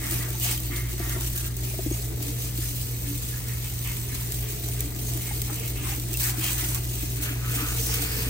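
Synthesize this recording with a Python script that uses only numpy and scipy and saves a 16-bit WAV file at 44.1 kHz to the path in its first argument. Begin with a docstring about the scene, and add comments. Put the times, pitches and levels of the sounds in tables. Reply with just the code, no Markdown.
"""A hand sprayer rinses hair over a salon basin: its fine jets hiss and crackle on the hair.
The water swishes and sloshes in the hollow of a gloved hand, and patters, sizzles and snaps
on the glove. What runs off drums on the basin and plops as it traps bubbles of air.
Behind it all, a motor hums in the room."""
import sys
import numpy as np
from scipy import signal
from scipy.fft import rfft, irfft, next_fast_len
from scipy.io import wavfile
from scipy.ndimage import uniform_filter1d, map_coordinates

SR = 44100
rng = np.random.default_rng(int(sys.argv[2]) if len(sys.argv) > 2 else 0)


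def write(x):
    x = np.atleast_2d(x).T
    wavfile.write(sys.argv[1], SR, np.round(np.clip(x, -1, 1) * 32767).astype(np.int16))


N = 365588
TOP_HZ = 15800  # nothing higher is heard

# The tone of the spray's hiss. Each row: frequency in Hz, gain in dB.
HISS_TONE = [(300, -27), (700, -8.5), (1400, -11.5), (2400, 1), (4500, -1), (5600, -0.5), (6200, 4),
             (7100, 1), (8000, 4.5), (9200, 4), (10600, 4.5), (12200, 3.5), (14400, 6), (15800, 2)]
# How alike left and right are for the spray. Each row: frequency in Hz, likeness from 0 to 1.
SPRAY_LIKENESS = [(600, 0), (3000, 0.56), (5000, 0), (8000, 0.29), (9300, 0.14), (10800, 1), (12600, 1),
                  (13700, 0.97)]
# The same for the low sounds. Each row: frequency in Hz, likeness from 0 to 1.
LOW_LIKENESS = [(60, 1), (130, 0.46), (300, 0.79), (650, 0.15), (1500, 0.067)]


def amp(db):
    """Turn decibels into a gain to multiply by."""
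    return 10 ** (np.asarray(db) / 20)


def unit(x):
    """Scale a signal so that its average size (rms) is 1."""
    return x / np.sqrt(np.mean(x ** 2) + 1e-20)


def along(points, hz):
    """Read between (Hz, value) rows on a log frequency scale."""
    row_hz, values = np.transpose(points)
    return np.interp(np.log(hz + 1), np.log(row_hz + 1), values)


def curve(rows):
    """Join (seconds, value) rows into one value per sample."""
    return np.interp(np.arange(N) / SR, *np.transpose(rows))


def wobble(rate):
    """A smooth random curve with `rate` new values a second."""
    knots = rng.standard_normal(int(N * rate / SR) + 4)
    coarse = np.linspace(0, N, 4000)
    smooth = map_coordinates(knots, [coarse * rate / SR], mode="nearest")
    return np.interp(np.arange(N), coarse, smooth)


def filtered(x, response):
    """Multiply each frequency in x by response(Hz)."""
    size = next_fast_len(N + SR // 4)
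    return irfft(rfft(x, size) * response(np.fft.rfftfreq(size, 1 / SR)), size)[..., :N]


def coloured(x, tone):
    """Give x the tone set by (Hz, dB) rows."""
    return filtered(x, lambda hz: amp(along(tone, hz)))


def resonance(f, hz, width):
    """How a thing that rings at hz answers frequency f; width is in Hz."""
    return 1j * f * width / (hz * hz - f * f + 1j * f * width)


def swept(x, centre_hz, width):
    """A moving resonance, blended from ten still ones; width is a share of the pitch."""
    steps = np.geomspace(centre_hz.min(), centre_hz.max(), 10)
    out = 0
    for hz, only_this_step in zip(steps, np.eye(len(steps))):
        band = unit(filtered(x, lambda f: np.abs(resonance(f, hz, hz * width)) ** 2))
        out = out + np.interp(centre_hz, steps, only_this_step) * band
    return out


def add(track, start_s, sound):
    """Mix a short sound into a track."""
    part = track[..., max(round(start_s * SR), 0):][..., :sound.shape[-1]]
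    part += sound[..., :part.shape[-1]]


def impacts(rate, spread_db):
    """Two streams of random clicks of varied size, each about `rate` a second."""
    falls = rng.random((2, N)) < rate / SR
    sizes = amp(spread_db * np.clip(rng.standard_normal((2, N)), -2.5, 2.5))
    return unit(falls * sizes * rng.choice([-1, 1], (2, N)))


def surges(rate, fade_s):
    """A curve around zero for flings of water that start at once and die away."""
    flings = (rng.random(N) < rate / SR) * rng.uniform(.3, 1, N)
    flow = signal.lfilter([1], [1, -np.exp(-1 / (fade_s * SR))], flings)
    return unit(flow - flow.mean())


def bubbles(rate, hz, octaves, cycles, spread_db):
    """Froth: each bubble has its own place, rises in pitch and fades to 37% in about `cycles` swings."""
    count = int(rate * N / SR)
    pitch, size, place = rng.standard_normal((count, 3)).T[:, :, None]
    age = np.arange(600)  # samples
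    turns = np.minimum(hz * 2 ** (octaves * pitch), TOP_HZ) * age / SR
    fade = np.exp(-turns / cycles) * (1 - age / len(age))
    ring = np.sin(2 * np.pi * turns * (1 + 0.035 * turns / cycles)) * fade
    ring *= amp(spread_db * np.clip(size, -2, 2))
    at = (rng.integers(0, N, (count, 1)) + age).ravel()
    sides = [np.bincount(at, (ring * side(np.pi * place)).ravel(), N)[:N] for side in (np.cos, np.sin)]
    return unit(np.array(sides))


def stroke(start_s, length_s, attack_s, release_s):
    """One movement rises, holds and falls, within 0 to 1; it is half high at its start and end."""
    t = np.arange(N) / SR
    return np.clip(np.minimum((t - start_s) / attack_s, (start_s + length_s - t) / release_s) + .5, 0, 1)


def strokes(rows, rest_db, attack_s, release_s):
    """The gain of a steady flow with (start, length, dB) movements on top."""
    power = sum((amp(db) * stroke(s, length, attack_s, release_s)) ** 2 for s, length, db in rows)
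    return np.sqrt(amp(rest_db) ** 2 + power)


def pitched_strokes(rows, rest_db, rest_hz, attack_s, release_s, sag_per_s):
    """Gain and pitch of movements: the strongest pulls the pitch most, and each sinks as it goes on."""
    t = np.arange(N) / SR
    power = amp(rest_db) ** 2
    pull = power * rest_hz
    for s, length, db, hz in rows:
        own_power = (amp(db) * stroke(s, length, attack_s, release_s)) ** 2
        power = power + own_power
        pull = pull + own_power * hz * (1 - sag_per_s * (t - s - length / 2))
    return np.sqrt(power), pull / power


def patchy(pair, depth_db):
    """Let the tone flicker in patches about 700 Hz wide and 50 ms long."""
    spectra = signal.stft(pair, nperseg=256)[2]
    patches = uniform_filter1d(rng.standard_normal(spectra.shape[1:]), size=4, axis=0)
    patches = uniform_filter1d(patches, size=16, axis=1)
    return signal.istft(spectra * amp(depth_db * unit(patches)), nperseg=256)[1][:, :N]


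def stereo(pair, likeness, lag_ms=0):
    """Blend two unrelated signals into left and right by (Hz, likeness) rows; the right lags."""
    turn = lambda hz: np.arccos(np.clip(along(likeness, hz), 0, 1)) / 2
    shared, apart = filtered(pair, lambda hz: np.array([np.cos(turn(hz)), np.sin(turn(hz))]))
    delay = lambda hz: np.exp(np.outer([1, -1], 1j * np.pi * hz * lag_ms / 1000))
    return unit(filtered(np.array([shared + apart, shared - apart]), delay))


def panned(x, left_db):
    """Tip the balance to the left, or to the right if left_db is negative."""
    return x * amp(np.array([[left_db], [-left_db]]) / 2)


def reflected(pair, drift_ms):
    """Quick echoes from basin and hand colour the sound, and slide as the sprayer moves."""
    # Hard surfaces near the jets. Each row: echo delay in milliseconds, gain.
    walls = [(1.1, 0.18), (2.3, 0.25), (4.1, 0.43), (6.7, 0.45)]
    now = np.arange(N)
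    out = pair.copy()
    for ms, gain in walls:
        for ear in range(2):
            delay = (ms + drift_ms * wobble(1.5)) * SR / 1000
            out[ear] += gain * map_coordinates(pair[ear], [now - delay], order=3)
    return unit(out)


def ports(pair):
    """The casing between two microphone openings puts the near spray's left and right out of step."""
    # How far the left wave is ahead. Each row: frequency in Hz, phase lead in radians.
    left_lead = [(0, 0), (3400, 2.8), (4400, 0.4), (8000, 0), (9700, -1.4), (10600, -3), (12200, -3.3),
                 (13200, -6.2)]
    lead = lambda hz: np.interp(hz, *np.transpose(left_lead))
    return filtered(pair, lambda hz: np.exp(np.outer([.5, -.5], 1j * lead(hz))))


def motor():
    """The hum of a motor's shaft and of the mains wavers over the low rumble of the room."""
    # The hum's tones, shaft first. Each row: pitch in Hz, base level in dB, unsteadiness in dB.
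    hum_tones = [(57.9, -37, 0.5), (77, -47, 1), (120.05, -32.5, 1.66), (174.6, -54, 1.5),
                 (288.4, -52.5, 11)]
    # The shaft's tone fades and recovers. Each row: time in seconds, level change in dB.
    shaft_sag = [(0, 0.5), (1.3, 3), (2.7, -1.5), (4.3, -1.5), (5.3, -1.5), (6.6, -1.5), (7.2, 0.5),
                 (8.29, 4)]
    # The tone of the room's rumble. Each row: frequency in Hz, gain in dB.
    rumble_tone = [(20, -23), (40, -5), (55, 3.5), (75, -2.5), (95, -2), (140, -4.5), (200, -10),
                   (400, -16.5), (900, -33.5), (3000, -73)]
    t = np.arange(N) / SR
    tones = []
    for hz, db, waver_db in hum_tones:
        gain = np.sqrt(2) * amp(db) * unit(amp(waver_db * wobble(14)))
        tones.append(gain * np.sin(2 * np.pi * hz * t + 0.18 * waver_db * wobble(6)))
    shaft, *others = tones
    rumble = coloured(rng.standard_normal((2, N)), rumble_tone)
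    return amp(curve(shaft_sag)) * shaft + sum(others) + amp(-38.0) * stereo(rumble, LOW_LIKENESS)


def runoff():
    """Ropes of water leave the hair, drum on the basin and make the air gap above it ring."""
    # The flow into the basin. Each row: time in seconds, level in dB.
    flow_levels = [(0.0, -37.5), (0.3, -45.5), (0.74, -45), (1.15, -42.5), (1.38, -48), (2.28, -42),
                   (2.56, -50.5), (3.07, -48), (3.6, -53), (4.43, -45.5), (4.8, -44.5), (5.19, -43.5),
                   (6.33, -46), (7.16, -44), (8.29, -41.5)]
    # The gap between head and basin changes as hair is lifted. Each row: time in seconds, pitch in Hz.
    gap_pitches = [(0, 320), (.5, 350), (1.5, 360), (2.3, 455), (3.2, 465), (3.8, 405), (5.3, 415),
                   (5.65, 450), (5.9, 350), (6.7, 350), (7.2, 400), (7.7, 460), (8.29, 440)]
    # The basin's own notes. Each row: pitch in Hz, width in Hz, gain in dB.
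    basin_notes = [(248.5, 15, -3), (311.7, 26.5, 2), (595, 40, -11), (673, 15, -6.5)]
    basin = lambda f: sum(amp(db) * resonance(f, hz, width) for hz, width, db in basin_notes)
    drumming = unit(filtered(impacts(rate=160, spread_db=1.5), basin))
    gap = swept(impacts(rate=250, spread_db=5.5), curve(gap_pitches), width=0.12)
    glugs = unit(amp(.6 * surges(rate=40, fade_s=.03)))
    water = stereo(drumming + amp(-2.0) * gap, LOW_LIKENESS)
    return panned(amp(curve(flow_levels)) * glugs * water, left_db=1.5)


def plops():
    """Falling water traps bubbles that ring and rise in pitch: large ones low, small ones clear."""
    # Large bubbles. Each row: start in seconds, level in dB, pitch in Hz, seconds to fade by 60 dB.
    large_bubbles = [(0.19, -26, 308, 0.098), (0.998, -26, 347, 0.068), (1.071, -27, 336, .06),
                     (1.161, -24.5, 345, 0.087), (1.788, -19, 370, 0.057), (1.862, -14, 305, 0.052),
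                     (1.911, -14.5, 325, 0.045), (2.207, -26, 306, .07), (2.584, -24.5, 313, 0.062),
                     (4.124, -28, 267, 0.067), (5.154, -25, 322, 0.064), (5.515, -27, 304, 0.12),
                     (5.624, -27, 288, 0.045), (5.825, -25.5, 291, 0.066), (5.978, -24.5, 295, .08),
                     (6.38, -24, 304, 0.096), (6.628, -27, 305, .08), (7.029, -26, 300, 0.11),
                     (7.195, -25.5, 300, .07), (7.308, -26.5, 285, .07), (7.563, -23, 276, .07),
                     (7.622, -22.5, 294, 0.089), (8.182, -26, 246, 0.067), (8.265, -24, 274, .08)]
    # Small bubbles. Each row: start in seconds, level in dB, pitch in Hz.
    small_bubbles = [(.412, -26.5, 2870), (.578, -31, 3120), (1.0, -27, 683), (1.16, -32, 645),
                     (1.738, -31, 630), (1.789, -24.5, 654), (1.922, -23, 6500), (2.205, -33, 690),
                     (5.068, -24.5, 6500), (5.31, -26.5, 830), (5.495, -29, 810), (5.92, -29.5, 790),
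                     (6.146, -23, 2680)]
    out, t = np.zeros(N), np.arange(SR // 6) / SR
    swell = 1 - np.exp(-t / .003)
    bubble = lambda hz, fade_s, rise: np.sin(2 * np.pi * hz * (t + rise * t * t)) * amp(-60 * t / fade_s)
    for s, db, hz, ring_s in large_bubbles:
        # the water's slap is a soft puff around the bubble's own pitch
        band = signal.butter(3, [hz * .75, hz * 1.6], "bandpass", fs=SR, output="sos")
        slap = unit(signal.sosfilt(band, rng.standard_normal(len(t)))) * amp(-60 * t / 0.04)
        # a smaller bubble splits off the large one
        splinter = amp(-18) * bubble(hz * rng.uniform(1.35, 1.75), fade_s=0.7 * ring_s, rise=0.5)
        add(out, s, amp(db) * swell * (bubble(hz, fade_s=ring_s, rise=0.44) + amp(-14) * slap + splinter))
    for s, db, hz in small_bubbles:
        add(out, s, amp(db) * swell * bubble(hz, fade_s=0.041, rise=0.65))
    return panned(out, left_db=4.5)


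def seep():
    """Water creeping through soaked hair keeps up a soft, steady crackle."""
    # The tone of the crackle. Each row: frequency in Hz, gain in dB.
    seep_tone = [(1500, -4.5), (2800, -13), (4000, 2.5), (5500, 1.5), (8000, 2.5), (11000, -40)]
    ticks = unit(coloured(impacts(rate=900, spread_db=3.0), seep_tone))
    froth = bubbles(rate=250, hz=4334, octaves=0.314, cycles=14, spread_db=-1.5)
    water = stereo(ticks + amp(-5.5) * froth, [(3000, 0.31), (7000, 0.36)], lag_ms=0.091)
    return panned(amp(-50) * water, left_db=7.5)


def palm():
    """Jets that reach the gloved palm patter dully and gurgle; a little stray water always does."""
    # The jets pound through to the palm. Each row: start in seconds, length in seconds, level in dB.
    pounds = [(.03, 0.34, -47.5), (.44, 0.12, -44), (1.01, 0.25, -47.5), (3.3, 1, -58.5),
              (5.485, 0.059, -43.5), (5.83, 0.13, -45.5), (6.22, 0.59, -45.5), (7.23, 0.64, -53.5),
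              (7.87, 0.39, -47)]
    # The tone of water on the palm. Each row: frequency in Hz, gain in dB.
    palm_tone = [(250, -33), (500, -22), (750, 6), (1300, 13), (2500, 8.5), (5000, -23)]
    gain = strokes(pounds, rest_db=-60.5, attack_s=0.035, release_s=0.06)
    patter = unit(coloured(impacts(rate=2200, spread_db=2.0), palm_tone))
    gurgle = bubbles(rate=90, hz=890, octaves=0.483, cycles=26, spread_db=3.5)
    water = reflected(patter + amp(-4.0) * gurgle, drift_ms=0.34)
    return panned(gain * stereo(water, LOW_LIKENESS), left_db=8.5)


def slosh():
    """The cupped hand overflows in broad, bubbly splashes."""
    # The spills. Each row: start in seconds, length in seconds, level in dB.
    spills = [(7.2, 0.16, -38), (7.4, 0.36, -41), (7.555, 0.1, -36), (7.88, 0.51, -39)]
    # The tone of the splashes. Each row: frequency in Hz, gain in dB.
    slosh_tone = [(600, -27), (1100, -4), (1700, 3), (2050, -1), (2450, 5), (2900, 1), (6000, -19)]
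    gain = strokes(spills, rest_db=-78, attack_s=0.12, release_s=0.097)
    splashes = unit(coloured(impacts(rate=3000, spread_db=3.5), slosh_tone))
    froth = bubbles(rate=300, hz=2060, octaves=0.31, cycles=16, spread_db=3)
    return gain * stereo(splashes + amp(-14) * froth, [(700, 0.62), (3000, 0.79)], lag_ms=0.17)


def hollow():
    """Splashes and froth ring the air pocket between hand and hair; its pitch moves as the hand works."""
    # Swishes through the pocket. Each row: start in seconds, length in seconds, level in dB, pitch in Hz.
    swishes = [(0.0, 0.28, -43, 1960), (.44, 0.095, -36.5, 2550), (.71, 0.13, -41.5, 2110),
               (.84, 0.088, -44, 2190), (.98, 0.097, -44.5, 1930), (1.1, 0.081, -42.5, 1900),
               (1.35, 0.15, -49, 1470), (2.61, 0.048, -47, 1980), (3.32, 0.056, -47.5, 1800),
               (3.48, 0.12, -46, 2180), (3.64, 0.047, -43, 2430), (3.85, 0.087, -41.5, 2330),
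               (4.09, 0.15, -48, 2140), (4.42, 0.12, -47, 2300), (4.63, 0.33, -53, 2260),
               (5.2, 0.15, -48.5, 2250), (5.56, 0.11, -42, 2500), (5.76, 0.21, -44, 2420),
               (6.2, 0.12, -42, 1930), (6.41, 0.1, -35.5, 2570), (6.57, 0.094, -44.5, 2030),
               (7.22, 0.081, -42.5, 1640), (7.42, 0.14, -47, 1260), (7.565, 0.08, -38.5, 1260),
               (7.65, 0.11, -42, 1280), (7.91, 0.06, -40, 2410), (7.88, 0.66, -50, 1820)]
    # The tone of the churning water. Each row: frequency in Hz, gain in dB.
    churn_tone = [(300, -38), (600, -6), (1200, 9.5), (2400, -6.5), (3300, 6.5), (6000, -62)]
    cup_hz = 2080  # the cupped glove keeps this note of its own
    gain, pocket_hz = pitched_strokes(swishes, rest_db=-55.5, rest_hz=cup_hz,
                                      attack_s=0.021, release_s=0.071, sag_per_s=0.35)
    froth = bubbles(rate=370, hz=1874, octaves=0.436, cycles=22.0, spread_db=0.5)
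    splashes = unit(coloured(impacts(rate=5000, spread_db=5.0), churn_tone)) + amp(-16.0) * froth
    cup = unit(filtered(splashes, lambda f: resonance(f, cup_hz, width=650) ** 2))
    ring = swept(splashes, pocket_hz, width=.28) + amp(-12) * splashes + amp(-15.5) * cup
    water = reflected(ring, drift_ms=0.16) * amp(2.1 * wobble(16))
    return panned(gain * stereo(water, [(700, 0.89), (3000, 0.22)], lag_ms=0.06), left_db=-1.0)


def glance():
    """Where the jets catch the glove they fan into a thin sheet that sizzles around one pitch."""
    # Glancing hits. Each row: start in seconds, length in seconds, level in dB, pitch in Hz.
    glances = [(.455, 0.067, -35, 4550), (6.45, 0.053, -36.5, 4260), (7.83, 0.13, -34, 5800),
               (8.03, 0.24, -41, 4750)]
    gain, sizzle_hz = pitched_strokes(glances, rest_db=-76, rest_hz=5000,
                                      attack_s=0.19, release_s=0.083, sag_per_s=0.33)
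    sheet = swept(impacts(rate=5500, spread_db=3), sizzle_hz, width=0.36)
    return gain * stereo(sheet, [(3000, 0.33), (7000, .5)], lag_ms=0.026)


def drops():
    """A fat drop bursts on the glove with a bright snap, then its fragments patter down."""
    # Single drops. Each row: start in seconds, strength in dB, frequency in Hz below which
    # the drop sounds thin, milliseconds for the snap to fade by 60 dB.
    fat_drops = [(0.1098, -21, 3000, 9), (0.1134, -21, 3000, 4), (.399, -17, 9000, 4),
                 (.577, -28, 2000, 12), (0.602, -21, 11000, 4), (1.0953, -19, 11000, 6),
                 (1.2096, -23.5, 4000, 6.8), (1.3765, -27, 6000, 30), (1.5675, -30, 4000, 25),
                 (4.3212, -25, 3500, 14), (4.687, -23.5, 6000, 9), (4.8063, -15.5, 5500, 4.3),
                 (5.4173, -21, 2500, 16), (5.6595, -28, 6000, 14), (5.9984, -24, 4000, 6),
                 (6.132, -21, 6000, 6), (6.1402, -21, 6000, 5), (6.1728, -21, 4000, 10),
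                 (6.6104, -29, 5000, 11), (6.747, -21, 2000, 8)]
    out, t = np.zeros((2, N)), np.arange(SR // 20) / SR
    fragments = amp(-13.5 - 60 * t / 0.06)
    for s, db, hz, snap_ms in fat_drops:
        thin = signal.butter(1, min(hz, TOP_HZ), "highpass", fs=SR, output="sos")
        burst = amp(-60 * t * 1000 / snap_ms) + fragments
        add(out, s, amp(db) * signal.sosfilt(thin, rng.standard_normal((2, len(t))) * burst))
    out = coloured(out, HISS_TONE)
    return out.std() * ports(stereo(out, SPRAY_LIKENESS))


def spray_level():
    """The jets' level in dB: a wavering flow that swells with each pass and dips behind the hand."""
    # Passes over exposed curls. Each row: start in seconds, length in seconds, level in dB.
    passes = [(0.03, 0.21, -34.5), (.108, 0.12, -31.5), (.41, 0.037, -30), (.43, 0.13, -25),
              (.64, 0.32, -37.5), (1.085, .045, -33), (1.21, 0.1, -35.5), (1.33, 0.19, -36.5),
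              (1.63, 0.2, -37.5), (1.93, 0.11, -37), (2.38, 0.15, -41), (2.61, 0.095, -32.5),
              (3.17, 0.1, -37.5), (3.77, 0.69, -40.5), (4.31, 0.11, -40.5), (4.68, 0.21, -40),
              (5.03, 0.56, -39.5), (5.82, 0.14, -32), (6.12, 0.64, -34.5), (6.19, 0.12, -26),
              (6.43, 0.13, -27), (6.58, 0.043, -24.5), (6.745, 0.03, -25), (6.88, 0.19, -37.5),
              (7.22, 0.065, -28), (7.49, 0.78, -31.5), (7.58, 0.7, -44), (7.77, 0.22, -32.5)]
    # The hand shields the hair. Each row: start in seconds, length in seconds, dip in dB.
    lulls = [(.585, 0.035, 4), (0.823, 0.065, 5), (1.486, 0.089, 7), (2.068, 0.14, 3), (2.501, 0.054, 5),
             (4.873, 0.11, 2), (5.972, 0.058, 3), (6.787, 0.04, 2.5), (7.34, 0.12, 2)]
    passing = strokes(passes, rest_db=-35.5, attack_s=0.026, release_s=0.074)
    shielded_db = sum(db * stroke(s, length, attack_s=0.012, release_s=0.016) for s, length, db in lulls)
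    return 20 * np.log10(passing) - shielded_db + 1.16 * wobble(17)


def spray():
    """Countless droplets merge into hiss and fizz; larger ones crackle, in clumps as jets cross curls."""
    level_db = spray_level()
    t = np.arange(SR // 100) / SR
    spatter = np.exp(-t / 0.0019)[None]  # each larger drop dies away in a few milliseconds
    bursts = signal.fftconvolve(impacts(rate=180, spread_db=3.5) ** 2, spatter, axes=1)[:, :N]
    crackle = unit(np.sqrt(np.abs(bursts)) * rng.standard_normal((2, N)))
    fizz = bubbles(rate=700, hz=6005, octaves=.7, cycles=10.8, spread_db=0.0)
    mist = reflected(patchy(impacts(rate=14000, spread_db=4), depth_db=2.0), drift_ms=0.1)
    water = coloured(mist + amp(-4.0) * crackle + amp(-11.0) * fizz, HISS_TONE)
    clumps = amp(1.15 * surges(rate=40, fade_s=.016))
    water = ports(stereo(water * clumps, SPRAY_LIKENESS))
    # a harder hit throws larger drops, so the body of the sound grows faster than the treble
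    neutral_db = -29  # at this level the treble is unchanged
    treble = filtered(water, lambda hz: 1 / (1 + (9000 / (hz + 1)) ** 4))
    water = water - treble + treble * amp(-.15 * (level_db - neutral_db))
    return panned(amp(level_db) * water, left_db=-0.3)


def scene():
    """Water on hair, hand and basin, over the motor's hum."""
    return (spray() + seep() + glance() + hollow() + slosh() + palm()
            + runoff() + plops() + drops() + motor())


def record(dry):
    """Cut away everything above TOP_HZ."""
    return filtered(dry, lambda hz: hz < TOP_HZ)


dry = scene()
out = record(dry)
write(out)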